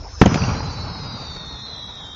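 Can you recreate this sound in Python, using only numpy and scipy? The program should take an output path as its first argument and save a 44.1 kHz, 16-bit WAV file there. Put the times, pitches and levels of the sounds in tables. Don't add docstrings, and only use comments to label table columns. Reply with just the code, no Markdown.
import sys
import numpy as np
from scipy import signal
from scipy.fft import rfft, irfft, next_fast_len
from scipy.io import wavfile
from scipy.ndimage import uniform_filter1d, map_coordinates

SR = 44100
rng = np.random.default_rng(int(sys.argv[2]) if len(sys.argv) > 2 else 0)


def voltage_ratio(level):
    return 10 ** (np.asarray(level, float) / 20)


def output_pcm(signal):
    pcm = np.clip(np.atleast_2d(signal).T, -1, 1) * 32767
    wavfile.write(sys.argv[1], SR, np.round(pcm).astype(np.int16))


N = 94815

# (time [s], strength [dB])
RETURNS = [
    (0.222, -20),
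    (0.29, -18),
    (0.344, -19),
    (0.392, -21.5),
    (0.42, -18.5),
    (0.662, -27.5),
    (1.306, -33),
    (1.478, -37),
    (2.15, -39.5),
]


def unit(x):
    return x / np.sqrt(np.mean(x ** 2) + 1e-20)


def curves(rows):
    s, *cols = np.transpose(rows)
    return [np.interp(np.arange(N) / SR, s, c) for c in cols]


def wobble(rate):
    return map_coordinates(rng.standard_normal(N // 20), [np.arange(N) * rate / SR])


def filtered(x, response):
    m = next_fast_len(len(x) + 8192)
    return irfft(rfft(x, m) * response(np.fft.rfftfreq(m, 1 / SR)), m)[:len(x)]


def dulled(x, hz):
    return filtered(x, lambda f: 1 / (1 + 1j * f / hz) ** 2)


def rush(spectrum, patchy_db):
    z = signal.stft(rng.standard_normal(N), nperseg=512)[2]
    field = uniform_filter1d(rng.standard_normal(z.shape), size=6, axis=0)
    field = uniform_filter1d(field, size=6, axis=1)
    x = signal.istft(z * voltage_ratio(patchy_db * unit(field)), nperseg=512)[1][:N]
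    f, db = np.transpose(spectrum)
    return unit(filtered(x, lambda hz: voltage_ratio(np.interp(np.log(hz + 1), np.log(f + 1), db, -120, -120))))


def blow(t, ms):
    u = t * 1000 / ms
    return (1 - u) * np.exp(-u * u / 3)


def night():
    # (frequency [Hz], level [dB per Hz])
    rumble = [(13, -41), (22, -4.5), (71, 3), (167, -27), (855, -19), (3980, -43.5), (5330, -23.5),
              (6480, -42.5), (7500, -69.5), (9750, -114), (16500, -120)]
    start_db, fade_db_per_s = -30.5, 8.5
    level_db = start_db - fade_db_per_s * np.arange(N) / SR + 0.33 * wobble(3.6)
    return voltage_ratio(level_db) * rush(rumble, patchy_db=4.0)


def whistle(rows, flutter_db, bend=0, pulse=1, side_db=0):
    hz, db = curves(rows)
    t = np.arange(N) / SR
    pitch_hz = hz * (1 + bend) + 12 * wobble(18) + 12 * wobble(160)
    turn = 2 * np.pi * np.cumsum(pitch_hz) / SR
    haze_db = -7 - 9 * np.clip(t / 1.3 - .5, 0, 1)
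    tone = np.sin(turn) * (1 + voltage_ratio(haze_db) * wobble(900))
    undertone = voltage_ratio(-15) * np.sin(turn / 2)
    overtone = voltage_ratio(-14) * np.clip(t / 1.3, 0, 1) ** 2 * np.sin(turn * 3 / 2)
    tone += voltage_ratio(side_db) * (undertone + overtone)
    tone += voltage_ratio(-25 + 4.2 * wobble(2.9)) * np.sin(2 * turn)
    lit = uniform_filter1d(1. * ((t >= rows[0][0]) & (t <= rows[-1][0])), size=600)
    flutter = flutter_db * (0.5 - 1.44 * np.abs(wobble(21.93))) + 0.57 * wobble(140)
    return np.sqrt(2) * tone * pulse * lit * voltage_ratio(db + flutter)


def stars():
    # (time [s], pitch [Hz], level [dB])
    spinner = [(.36, 5930, -60), (.414, 5844, -41), (.592, 5687, -43), (.66, 5570, -57), (.78, 5370, -52),
               (.85, 5250, -44), (.95, 5150, -43), (1.144, 4815, -41), (1.36, 4429, -40), (1.6, 4145, -42),
               (1.74, 4010, -36), (1.86, 3890, -35.5), (1.95, 3815, -39), (2.15, 3715, -40)]
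    tumbler = [(.56, 4660, -56), (.62, 4610, -49), (.68, 4530, -48), (.74, 4470, -41), (.9, 4320, -40),
               (1.0, 4220, -42), (1.2, 4030, -46), (1.33, 3900, -44), (1.4, 3740, -40), (1.6, 3730, -40),
               (1.8, 3645, -43), (2.0, 3555, -45), (2.15, 3490, -42)]
    lowest = [(.53, 4000, -50), (.58, 4135, -40), (.64, 4085, -46), (.67, 4045, -40), (.8, 4025, -42),
              (1.0, 3875, -42), (1.2, 3760, -40), (1.4, 3585, -43), (1.6, 3515, -42), (1.63, 3450, -52),
              (1.69, 3365, -46), (1.85, 3365, -45), (1.95, 3330, -49), (2.02, 3250, -45), (2.15, 3180, -43)]
    middle = [(.55, 4900, -60), (0.588, 4930, -42), (.66, 4940, -43), (0.766, 4830, -48), (.95, 4690, -49),
              (1.05, 4610, -46), (1.17, 4520, -45), (1.34, 4230, -52), (1.451, 4056, -58)]
    early = [(0.018, 5500, -61), (0.118, 5270, -50), (.25, 5230, -43.5), (0.333, 5103, -39.5),
             (0.402, 4893, -41.5), (0.481, 4830, -42), (0.559, 4590, -41.5), (0.601, 4540, -41.5)]
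    brief = [
        (.37, 4700, -55),
        (.4, 4640, -39),
        (.46, 4570, -41),
        (.505, 4505, -34),
        (.53, 4480, -55),
    ]
    side_star = [
        (0.359, 5130, -59.5),
        (0.401, 5110, -49.5),
        (.52, 4900, -40.5),
        (.6, 5130, -71.5),
    ]
    high = [
        (0.038, 6130, -76),
        (0.116, 6200, -50.5),
        (0.22, 6090, -54.5),
        (.34, 6060, -43),
    ]
    split = [
        (1.621, 4155, -55),
        (1.66, 4233, -43),
        (1.697, 4187, -48.5),
        (1.761, 4010, -43),
    ]
    pip = [
        (1.385, 630, -60),
        (1.41, 620, -50),
        (1.44, 615, -60),
    ]
    facing = [.51, .63, .745, .86, .97, 1.065, 1.15, 1.24, 1.335, 1.415, 1.495, 1.59, 1.7, 1.82, 1.95, 2.09,
              2.24]
    # (frequency [Hz], level [dB per Hz])
    hiss = [(2500, -22.5), (3300, -16), (4200, -4.5), (4800, -10), (5800, -5), (6500, -10.5), (7200, -14.5),
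            (7900, -42)]
    # (time [s], level [dB])
    hiss_swell = [
        (0, -58),
        (.15, -47.5),
        (.35, -38),
        (.9, -50.5),
        (1.4, -49.5),
        (2.15, -52.5),
    ]

    t = np.arange(N) / SR
    spin_hz, spin_depth = 62.5, .5
    spin = unit(1 + spin_depth * np.cos(2 * np.pi * spin_hz * t - 2.2 + .3 * wobble(5)))
    tumble = .015 * np.cos(2 * np.pi * np.interp(t, facing, np.arange(len(facing))))
    sputter = 40 / 4700
    worn = t > 1.62
    tones = whistle(spinner, 1.9, pulse=spin, side_db=-8)
    tones += whistle(tumbler, 2.4, bend=tumble)
    tones += sum(whistle(rows, 3.3, side_db=-7) for rows in (early, brief, side_star, high, split, pip))
    tones += whistle(lowest, 3.3, bend=worn * sputter * wobble(60), side_db=-7)
    tones += whistle(middle, 2.2, bend=sputter * wobble(110), side_db=-7)
    trail = rng.standard_normal(SR // 4) * np.exp(-np.arange(SR // 4) / SR / 0.12)
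    tones += voltage_ratio(-18.5) * signal.fftconvolve(tones, trail / np.linalg.norm(trail))[:N]
    return tones + voltage_ratio(curves(hiss_swell)[0]) * rush(hiss, patchy_db=2.5)


def pops():
    count, thinning_s = 90, .3
    when, size = rng.exponential(1, (count, 2)).T
    at = np.minimum(((RETURNS[0][0] + thinning_s * when) * SR).astype(int), N - 1)
    level_db = -5 + 3 * np.minimum(size, 2.2) + curves(RETURNS)[0][at]
    ticks = np.bincount(at, voltage_ratio(level_db), N)
    shape = dulled(blow(np.arange(400) / SR, 0.17), 2400)
    return -signal.fftconvolve(ticks, shape)[:N]


def thumps():
    # (first trough [s], level [dB],
    # pitch [Hz], length [cycles])
    ground_and_hills = [(.2258, 2.5, 214, 0.4), (.2305, -9, 146, 0.65), (.2445, -27, 110, 0.88),
                        (0.2569, -6, 199, 0.58), (.2594, -1, 516, 0.47), (0.2635, -8.5, 500, 0.49),
                        (0.2673, -8, 199, 1.4), (0.276, -14, 150, 1.1), (0.3005, -19, 190, 0.36),
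                        (0.318, -6, 178, 0.35), (0.3312, -18, 185, 1.4), (0.3368, -19.5, 156, 0.45),
                        (0.345, -9, 208, 0.2), (0.3585, -18, 200, 0.98), (.372, -16.5, 150, 0.68),
                        (0.4054, -13.5, 122, 0.69), (0.4264, -13, 143, 1), (0.4325, -18, 153, 0.59),
                        (0.4813, -11, 172, 0.47), (0.5175, -10.5, 100, 0.44), (0.5654, -18, 80, 1.36),
                        (.6068, -21, 900, 3.1), (0.8381, -18, 93, 0.73), (1.1489, -29, 150, .7)]
    # (time [s], level [dB], pitch [Hz], length [cycles])
    fences = [
        (.2383, -17, 1700, 2),
        (.259, -19, 6500, 8),
        (.2617, -15, 3100, 4),
        (.2622, -22, 7000, 5),
        (.3455, -19, 2300, 3),
        (.3585, -21, 2500, 3),
        (.3775, -20, 1400, 3),
        (.4205, -21, 2500, 4),
        (.44, -20, 2750, 5),
        (.493, -25, 2400, 4),
    ]
    s, db, hz, cycles = np.transpose(ground_and_hills + fences)[:, :, None]
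    u = hz * (np.arange(N // 2 + N // 8) / SR - s) - .3
    swings = voltage_ratio(db - 1) * np.sin(2 * np.pi * u) * np.exp(-(u / cycles) ** 2)
    return np.pad(swings.sum(axis=0), (0, N - u.shape[1]))


def roll():
    # (frequency [Hz], level [dB per Hz])
    boom_colour = [(13, -44), (22, -7.5), (65, 5), (150, 4), (286, -9), (350, -48), (450, -10.5),
                   (580, -50), (990, -120)]
    clatter_colour = [(150, -31.5), (250, -7.5), (351, -8), (698, -8), (849, -4), (1400, -8.5), (1770, -18),
                      (2450, -17), (3400, -24), (4420, -54), (7480, -120)]
    strength_db, = curves(RETURNS)
    top = strength_db.max()
    below_top = strength_db - top
    build_s = .015
    on = np.clip((np.arange(N) / SR - RETURNS[0][0]) / build_s, 0, 1)
    boom = unit(voltage_ratio(1.3 * wobble(30.1)) * rush(boom_colour, patchy_db=0.96))
    boom *= voltage_ratio(-0.5 + 1.167 * below_top)
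    grain_db = 0.93 * wobble(90) + 1.3 * wobble(44.0)
    clatter = unit(voltage_ratio(grain_db) * rush(clatter_colour, patchy_db=0.5))
    clatter *= voltage_ratio(-8 + 0.93 * below_top)
    return on * voltage_ratio(top) * (boom + clatter)


def burst():
    # (time [s], level [dB], push [ms], dulled above [Hz])
    shock = [
        (.2145, 18.5, 1.95, 4000),
        (.2174, 16.5, .42, 2100),
        (.2188, 7, .35, 2500),
        (.2195, 8, .42, 2200),
        (.2212, 1, .3, 2500),
        (.2218, -3, 1.6, 1500),
        (.2375, -10, .5, 3000),
    ]
    # (time [s], level [dB], dulled above [Hz], smear [ms])
    walls = [(0.2197, -1, 2970, 8.6), (0.258, -15, 7000, 4.5), (0.2615, -5, 3000, 4),
             (0.2645, -1, 1500, 12.6), (0.3434, -7, 7050, 4.4), (.3475, -15, 7080, 4.6),
             (.358, -10, 2960, 3.2), (.375, -15, 2500, 9.5), (0.42, -17, 2600, 6), (.438, -16, 3000, 6.6),
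             (0.489, -21.5, 2500, 12), (.504, -27, 1500, 4), (0.605, -15, 2400, 3.3),
             (.794, -36, 1210, 7.1), (1.068, -31, 6100, 4.6), (1.201, -21, 1300, 14)]
    out, t = np.zeros(N), np.arange(SR // 10) / SR
    for s, db, ms, hz in shock:
        out[round(s * SR):][:len(t)] -= voltage_ratio(db) * dulled(blow(t, ms), hz)
    push = blow(t, 1.88)
    for s, db, hz, ms in walls:
        grit = rng.standard_normal(len(t)) * np.exp(-t * 1000 / ms)
        wall = signal.fftconvolve(grit / np.linalg.norm(grit), push)[:len(t)]
        echo = push + 0.38 * wall / np.abs(wall).max() + 0.45 * grit
        out[round(s * SR):][:len(t)] -= voltage_ratio(db) * dulled(echo, hz)
    return out


def scene():
    return (night() + stars() + pops() + thumps() + roll() + burst())[None]


def dropouts(x):
    hz, _, z = signal.stft(x, SR, nperseg=2048, noverlap=1024, window="cosine")
    power = np.abs(z) ** 2
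    band = uniform_filter1d(power, size=5, axis=0)[2::5]
    chance_db = 5 * rng.standard_normal(band.shape)
    band = np.repeat(band * voltage_ratio(2 * chance_db), 5, axis=0)
    from_hz, top_hz = 1100, 6300
    around = uniform_filter1d(power, size=90, axis=0)
    weak = (band < around * voltage_ratio(2 * -14.5)) & (hz[:, None] > from_hz)
    treble = power[(hz > from_hz) & (hz < top_hz)].mean(axis=0)
    faint = (band < treble * voltage_ratio(2 * -15)) & (hz[:, None] > top_hz)
    z = z * ~(weak | faint)
    return signal.istft(z, SR, nperseg=2048, noverlap=1024, window="cosine")[1][:N]


def low_pass(x):
    return signal.sosfilt(signal.butter(12, 7950, fs=SR, output="sos"), x)


def record(dry):
    x = filtered(dry[0], lambda f: 1j * f / (45 + 1j * f))
    ceiling, top_hz = 1.04, 7300
    x = x / (1 + np.abs(x / ceiling) ** 6) ** (1 / 6)
    x = filtered(x, lambda f: 1 / np.sqrt(1 + (f / top_hz) ** 30))
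    return low_pass(dropouts(x)[None])


dry = scene()
out = record(dry)
output_pcm(out)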